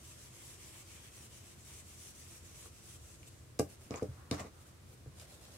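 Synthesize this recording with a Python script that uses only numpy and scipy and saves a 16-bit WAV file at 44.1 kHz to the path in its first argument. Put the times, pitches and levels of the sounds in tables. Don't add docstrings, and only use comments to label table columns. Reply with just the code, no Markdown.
import sys
import numpy as np
from scipy import signal
from scipy.fft import rfft, irfft, next_fast_len
from scipy.io import wavfile
from scipy.ndimage import uniform_filter1d, map_coordinates

SR = 44100
rng = np.random.default_rng(int(sys.argv[2]) if len(sys.argv) > 2 else 0)


def put_to_file(sound):
    columns = np.atleast_2d(sound).T
    safe = np.clip(columns, -1, 1)
    whole_steps = np.round(safe * 32767)
    wavfile.write(sys.argv[1], SR, whole_steps.astype(np.int16))


N = 245676


def amp(db):
    return 10 ** (np.asarray(db) / 20)

def unit(x):
    return x / np.sqrt(np.mean(x ** 2) + 1e-20)

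def along(points, hz):
    f, values = np.transpose(points)
    return np.interp(np.log(hz + 1), np.log(f + 1), values)

def wobble(rate):
    knots = rng.standard_normal(int(N * rate / SR) + 4)
    return map_coordinates(knots, [np.arange(N) * rate / SR])

def filtered(x, response):
    n = x.shape[-1]
    size = next_fast_len(n + SR // 4)
    return irfft(rfft(x, size) * response(np.fft.rfftfreq(size, 1 / SR)), size)[..., :n]

def spread(pair, spectrum, correlation):
    def response(hz):
        angle = np.arccos(np.clip(along(correlation, hz), -1, 1)) / 2
        return amp(along(spectrum, hz)) * [np.cos(angle), np.sin(angle)]
    mid, side = filtered(pair, response)
    return unit(np.array([mid + side, mid - side]))

def add(track, s, sound):
    part = track[..., round(s * SR):][..., :sound.shape[-1]]
    part += sound[..., :part.shape[-1]]

def patchy(pair, depth_db):
    spectra = signal.stft(pair, nperseg=512)[2]
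    field = uniform_filter1d(rng.standard_normal(spectra.shape[1:]), size=3, axis=0)
    field = uniform_filter1d(field, size=12, axis=1)
    return signal.istft(spectra * amp(depth_db * unit(field)), nperseg=512)[1][:, :N]

def swishes(rows, edge_db=9.5, flatness=2.17):
    t = np.arange(N) / SR
    return sum(amp(db - edge_db * np.abs(2 * (t - s) / length) ** flatness) for s, length, db in rows)

# f/Hz, left-right correlation
RUB_COHERENCE = [(300, 1), (900, 0.086), (2500, 0.28), (4000, -0.18), (8000, -0.022), (11000, -0.29),
                 (15000, 0.071)]
def friction(spectrum, slips_per_s, unevenness, flutter_db):
    slips = rng.random(N) < slips_per_s / SR
    sizes = np.exp(unevenness * rng.standard_normal(N)) * amp(flutter_db * wobble(60))
    impulses = slips * sizes * rng.standard_normal((2, N))
    return spread(patchy(impulses, depth_db=2), spectrum, RUB_COHERENCE)

# start t/s, turn t/s, outward level/dB, return level/dB, paper level/dB re bristles
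BRUSH_CIRCLES = [(0, 0.152, -59, -60, -7.5), (0.302, 0.388, -59.5, -58, -6.5),
                 (0.571, 0.718, -58.5, -58, -6), (.842, .995, -60, -60.5, -3.5),
                 (1.11, 1.196, -58.5, -58.5, -6), (1.285, 1.41, -60, -61.5, -5.5),
                 (1.555, 1.646, -62.5, -58, -8.5), (1.829, 1.97, -60, -57, -10.5),
                 (2.129, 2.26, -58.5, -58.5, -8.5), (2.403, 2.533, -61.5, -58.5, -7),
                 (2.7, 2.83, -63, -58.5, -10.5), (2.983, 3.168, -62, -67, -12)]
def circling(glide_s=0.028, brake_s=0.02, pick_up_s=0.034, lift_s=3.32, lift_db_per_s=53):
    t = np.arange(N) / SR
    start, turn, out_db, back_db, paper_db = np.transpose(BRUSH_CIRCLES)
    now = np.maximum(np.searchsorted(start, t, side="right") - 1, 0)
    glide = lambda db: uniform_filter1d(db, round(glide_s * SR))
    lulls = lambda times: sum(np.exp(-((t - s) / np.where(t < s, brake_s, pick_up_s)) ** 2) for s in times)
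    speed_db = glide(np.where(t < turn[now], out_db[now], back_db[now]))
    speed_db -= 6 * lulls(start) + 2.5 * lulls(turn)
    speed_db -= lift_db_per_s * np.maximum(t - lift_s, 0)
    return amp(speed_db), amp(glide(paper_db[now]))

# f/Hz, relative level/dB
BRISTLE_SPECTRUM = [(1500, -16.5), (4000, -7.5), (5000, -6.5), (5800, -2), (7000, -2), (8400, -1),
                    (9400, -7), (10200, -5), (11000, -12.5), (13000, -9.5), (15800, -30)]
TIP_SPECTRUM = [(5000, -29), (8000, -1), (10000, 6.5), (13000, -8), (15800, -5)]
PAPER_SPECTRUM = [(150, -38), (330, 8.5), (600, -4.5), (1100, 2), (1600, -1.5), (2300, 4), (3200, 3),
                  (4200, -4.5), (6000, -17), (12000, -16)]
def blending(full_speed_db=-57):
    speed, paper_share = circling()
    flick = swishes([(3.28, 0.035, -58.5)])
    speed = np.maximum(speed, flick)
    hiss = friction(BRISTLE_SPECTRUM, slips_per_s=26000, unevenness=0.16, flutter_db=0.42)
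    tips = friction(TIP_SPECTRUM, slips_per_s=20000, unevenness=0.18, flutter_db=0.5)
    rasp = friction(PAPER_SPECTRUM, slips_per_s=12000, unevenness=0.23, flutter_db=1.24)
    rubbing = speed * (amp(2) * hiss + amp(2.2) * paper_share * rasp)
    rubbing += amp(-59) * (speed / amp(full_speed_db)) ** 2 * tips
    return rubbing * amp([[0.35], [-0.35]])

# f/Hz, rms level/dB
HUM_PARTIALS = [(80.7, -69.5), (123.8, -69), (339, -76.5)]
# f/Hz, relative level/dB
RUMBLE_SPECTRUM = [(25, -32), (42, -19), (60, -17), (90, 8), (125, -4), (160, -10.5), (240, -25),
                   (500, -40.5)]
FLOOR_SPECTRUM = [(15, -37), (25, -34), (40, -14), (64, -3), (130, -6.5), (157, -10.5), (299, -16),
                  (342, -16), (557, -20), (710, -22.5), (857, -27.5), (1010, -23.5), (3130, -30),
                  (8970, -31), (12000, -36), (15800, -43)]
# f/Hz, left-right correlation
ROOM_COHERENCE = [(30, 0.4), (70, 1), (140, 0.85), (300, 0.45), (600, 0.39), (1200, 0.07), (4000, 0.033)]
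def background(waver_db=-1.5, drift_rad=0.86):
    t = np.arange(N) / SR
    hum = np.zeros(N)
    for hz, db in HUM_PARTIALS:
        peak = np.sqrt(2) * amp(db + waver_db * wobble(11))
        hum += peak * np.sin(2 * np.pi * hz * t + drift_rad * wobble(8.3))
    rumble = amp(-65.5) * spread(rng.standard_normal((2, N)), RUMBLE_SPECTRUM, ROOM_COHERENCE)
    floor = amp(-59) * spread(rng.standard_normal((2, N)), FLOOR_SPECTRUM, ROOM_COHERENCE)
    return hum + rumble + floor

# f/Hz, relative level/dB, T60/s
TABLE_MODES = [(85.5, 6.5, .13), (130.7, -2.5, 0.23), (184, -12.5, 0.29), (260, -14.5, 0.04),
               (294.6, 3.5, 0.073), (344, -1.5, 0.039), (432, -1.5, 0.047), (512, -2.5, 0.065),
               (598, -3.5, 0.057), (675, -12, 0.094), (782, -6, 0.066), (1090, -17, 0.048),
               (1167, -3, 0.026), (1593, -5.5, 0.026), (2070, -11, 0.043)]
# t/s, thump level/dB, knock level/dB, contact cut-off f/Hz
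BLOWS = [(2.657, -69, -62, 3000), (3.5934, -32.5, -28, 1770), (3.9054, -39.5, -42, 925),
         (3.941, -52, -41.5, 1500), (4.021, -38.5, -34, 670), (4.081, -37, -58, 150),
         (4.177, -47.5, -68, 121), (4.312, -32, -39, 2500), (4.404, -49, -71, 2500), (4.446, -54, -50, 900),
         (5.0588, -57, -55, 1210), (5.063, -42.5, -54, 159)]
def knocks(split_hz=330, attack_s=0.0018, scatter_db=2.5, travel_s=0.00368):
    out, t = np.zeros(N), np.arange(SR // 3) / SR
    hz, mode_db, t60 = np.transpose(TABLE_MODES)
    phase = 2 * np.pi * np.sqrt(hz * 1000) * travel_s
    envelopes = amp(-60 * t / t60[:, None]) * (1 - np.exp(-t / attack_s))
    modes = np.sin(2 * np.pi * hz[:, None] * t - phase[:, None]) * envelopes
    for s, thump_db, knock_db, cut_hz in BLOWS:
        blow_db = np.where(hz < split_hz, thump_db, knock_db)
        strength = amp(mode_db + blow_db + scatter_db * rng.standard_normal(len(hz)))
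        contact = signal.butter(3, [58, cut_hz], "bandpass", fs=SR, output="sos")
        add(out, s, signal.sosfilt(contact, strength @ modes))
    return out

# f/Hz, width/Hz, relative level/dB
HANDLE_MODES = [(2355, 250, 19), (2820, 93, 20.5), (3740, 86, 12), (5060, 34, 27), (5730, 350, 12.5),
                (7100, 1500, 9.5), (8460, 1000, 6.5)]
# t/s, level/dB, centre f/Hz, spread/octaves
CONTACTS = [(2.658, -49.5, 1190, 0.17), (3.231, -52, 2100, 0.7), (3.591, -34, 11000, 1.4),
            (3.5945, -32.5, 13000, .6), (3.5965, -32.5, 7500, 2.4), (3.9079, -42, 4370, 0.71),
            (3.9416, -42, 1940, 0.31), (3.959, -38.5, 6700, 0.13), (3.996, -41.5, 1380, 0.14),
            (4.029, -47.5, 6960, 1.1), (4.312, -32, 6450, 1.5), (4.3131, -33.5, 4050, 0.17),
            (4.347, -46, 4500, 1.1), (4.403, -41.5, 7140, 0.31), (5.198, -45, 4500, 1.8)]
def clicks(crack_t60=0.007, ring_t60=0.1, ring_db=-12, dull_hz=13500):
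    out, t = np.zeros((2, N)), np.arange(SR // 6) / SR
    decay = amp(-60 * t / crack_t60) + amp(ring_db - 60 * t / ring_t60)
    def handle(hz):
        peaks_db = sum(db / (1 + (2 * (hz - f) / width) ** 2) for f, width, db in HANDLE_MODES)
        return amp(peaks_db) / (1 + (hz / dull_hz) ** 10)
    for s, db, centre_hz, octaves in CONTACTS:
        band = lambda hz: handle(hz) * np.exp(-0.5 * (np.log2((hz + 1) / centre_hz) / octaves) ** 2)
        noise = unit(filtered(rng.standard_normal((2, len(t))), band))
        add(out, s, amp(db) * decay * noise)
    return out

# delay t/s, extra delay on the right t/s, level/dB
REFLECTIONS = [(.0041, .0002, -4), (.0086, -.0002, -1.5), (0.035, -.0003, -15)]
def walls(x):
    def paths(hz):
        return sum(amp(db) * np.exp(-2j * np.pi * hz * np.array([[s], [s + lag]]))
                   for s, lag, db in REFLECTIONS)
    return filtered(x, paths)

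# f/Hz, T60/s
ROOM_T60 = [(100, 0.16), (450, 0.18), (2000, 0.15), (8000, 0.16), (15000, 0.24)]
def room(x, delay_s=0.0069):
    noise = spread(rng.standard_normal((2, SR // 3)), [(1000, 0)], ROOM_COHERENCE)
    hz, t, spectra = signal.stft(noise, SR, nperseg=256)
    decay = amp(-60 * t / along(ROOM_T60, hz)[:, None])
    tail = signal.istft(spectra * decay, SR, nperseg=256)[1]
    tail = np.pad(tail / np.linalg.norm(tail[0]), ((0, 0), (round(delay_s * SR), 0)))
    return signal.fftconvolve(np.atleast_2d(x), tail, axes=1)[:, :N]

# middle t/s, duration/s, relative level/dB
HAND_STROKES = [(3.72, 0.067, -59.5), (3.84, 0.1, -63), (4.1, 0.31, -74.5), (4.64, 0.19, -68.5),
                (4.92, 0.12, -69.5)]
# f/Hz, relative level/dB
SKIN_SPECTRUM = [(500, 5.5), (1500, -9), (2700, -1.5), (4500, -5.5), (6000, -2), (7800, 0), (10000, -1),
                 (13000, -9), (15800, -12)]
def hands():
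    rub = friction(SKIN_SPECTRUM, slips_per_s=17000, unevenness=0.22, flutter_db=3.1)
    return amp(5.5) * swishes(HAND_STROKES) * rub

# middle t/s, duration/s, relative level/dB
DRAG_STROKES = [(3.948, .075, -51), (4.02, 0.066, -60), (4.34, 0.052, -46.5), (4.4, 0.057, -44.5),
                (4.46, 0.068, -58.5)]
# f/Hz, relative level/dB
MAT_SPECTRUM = [(80, -24), (280, 0), (450, -7), (700, -3.5), (880, -7.5), (1150, -1.5), (1550, -14),
                (2200, -11), (3200, -21.5), (5000, -17.5), (8000, -21.5), (11000, -28), (15800, -37)]
def mat_scrape():
    scrape = friction(MAT_SPECTRUM, slips_per_s=8400, unevenness=0.18, flutter_db=2.5)
    return amp(2.2) * swishes(DRAG_STROKES) * scrape

# middle t/s, duration/s, relative level/dB
REACHES = [(4.22, 0.4, -63.5), (4.62, .36, -69.5)]
# f/Hz, relative level/dB
CLOTH_SPECTRUM = [(400, -8), (900, -4), (1200, -1), (1600, -6), (2400, -20), (8000, -29)]
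def sleeves():
    return swishes(REACHES) * friction(CLOTH_SPECTRUM, slips_per_s=9000, unevenness=0.2, flutter_db=1)

# middle t/s, duration/s, relative level/dB
SWIRLS = [(5.21, 0.1, -59.5), (5.325, 0.1, -59.5), (5.45, .11, -61.5), (5.56, 0.11, -61)]
# f/Hz, relative level/dB
SPONGE_SPECTRUM = [(200, -36), (450, 9), (680, 8), (900, 2.5), (1500, -1), (2500, 0), (4000, 1.5),
                   (6000, 0.5), (9000, 2), (12000, -3), (15800, -15)]
def ink_pad():
    rub = friction(SPONGE_SPECTRUM, slips_per_s=7000, unevenness=0.14, flutter_db=1)
    return amp(3) * swishes(SWIRLS) * rub

def scene():
    table, plastic = knocks(), clicks()
    short_waves = signal.sosfilt(signal.butter(2, 380, "highpass", fs=SR, output="sos"), table)
    echo = walls(table) + amp(-4) * room(short_waves) + amp(-8.5) * room(plastic)
    rubbing = blending() + hands() + sleeves() + mat_scrape() + ink_pad()
    return rubbing + table + plastic + echo + background()

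def record(dry, top_hz=15800):
    return filtered(dry, lambda hz: hz < top_hz)


dry = scene()
out = record(dry)
put_to_file(out)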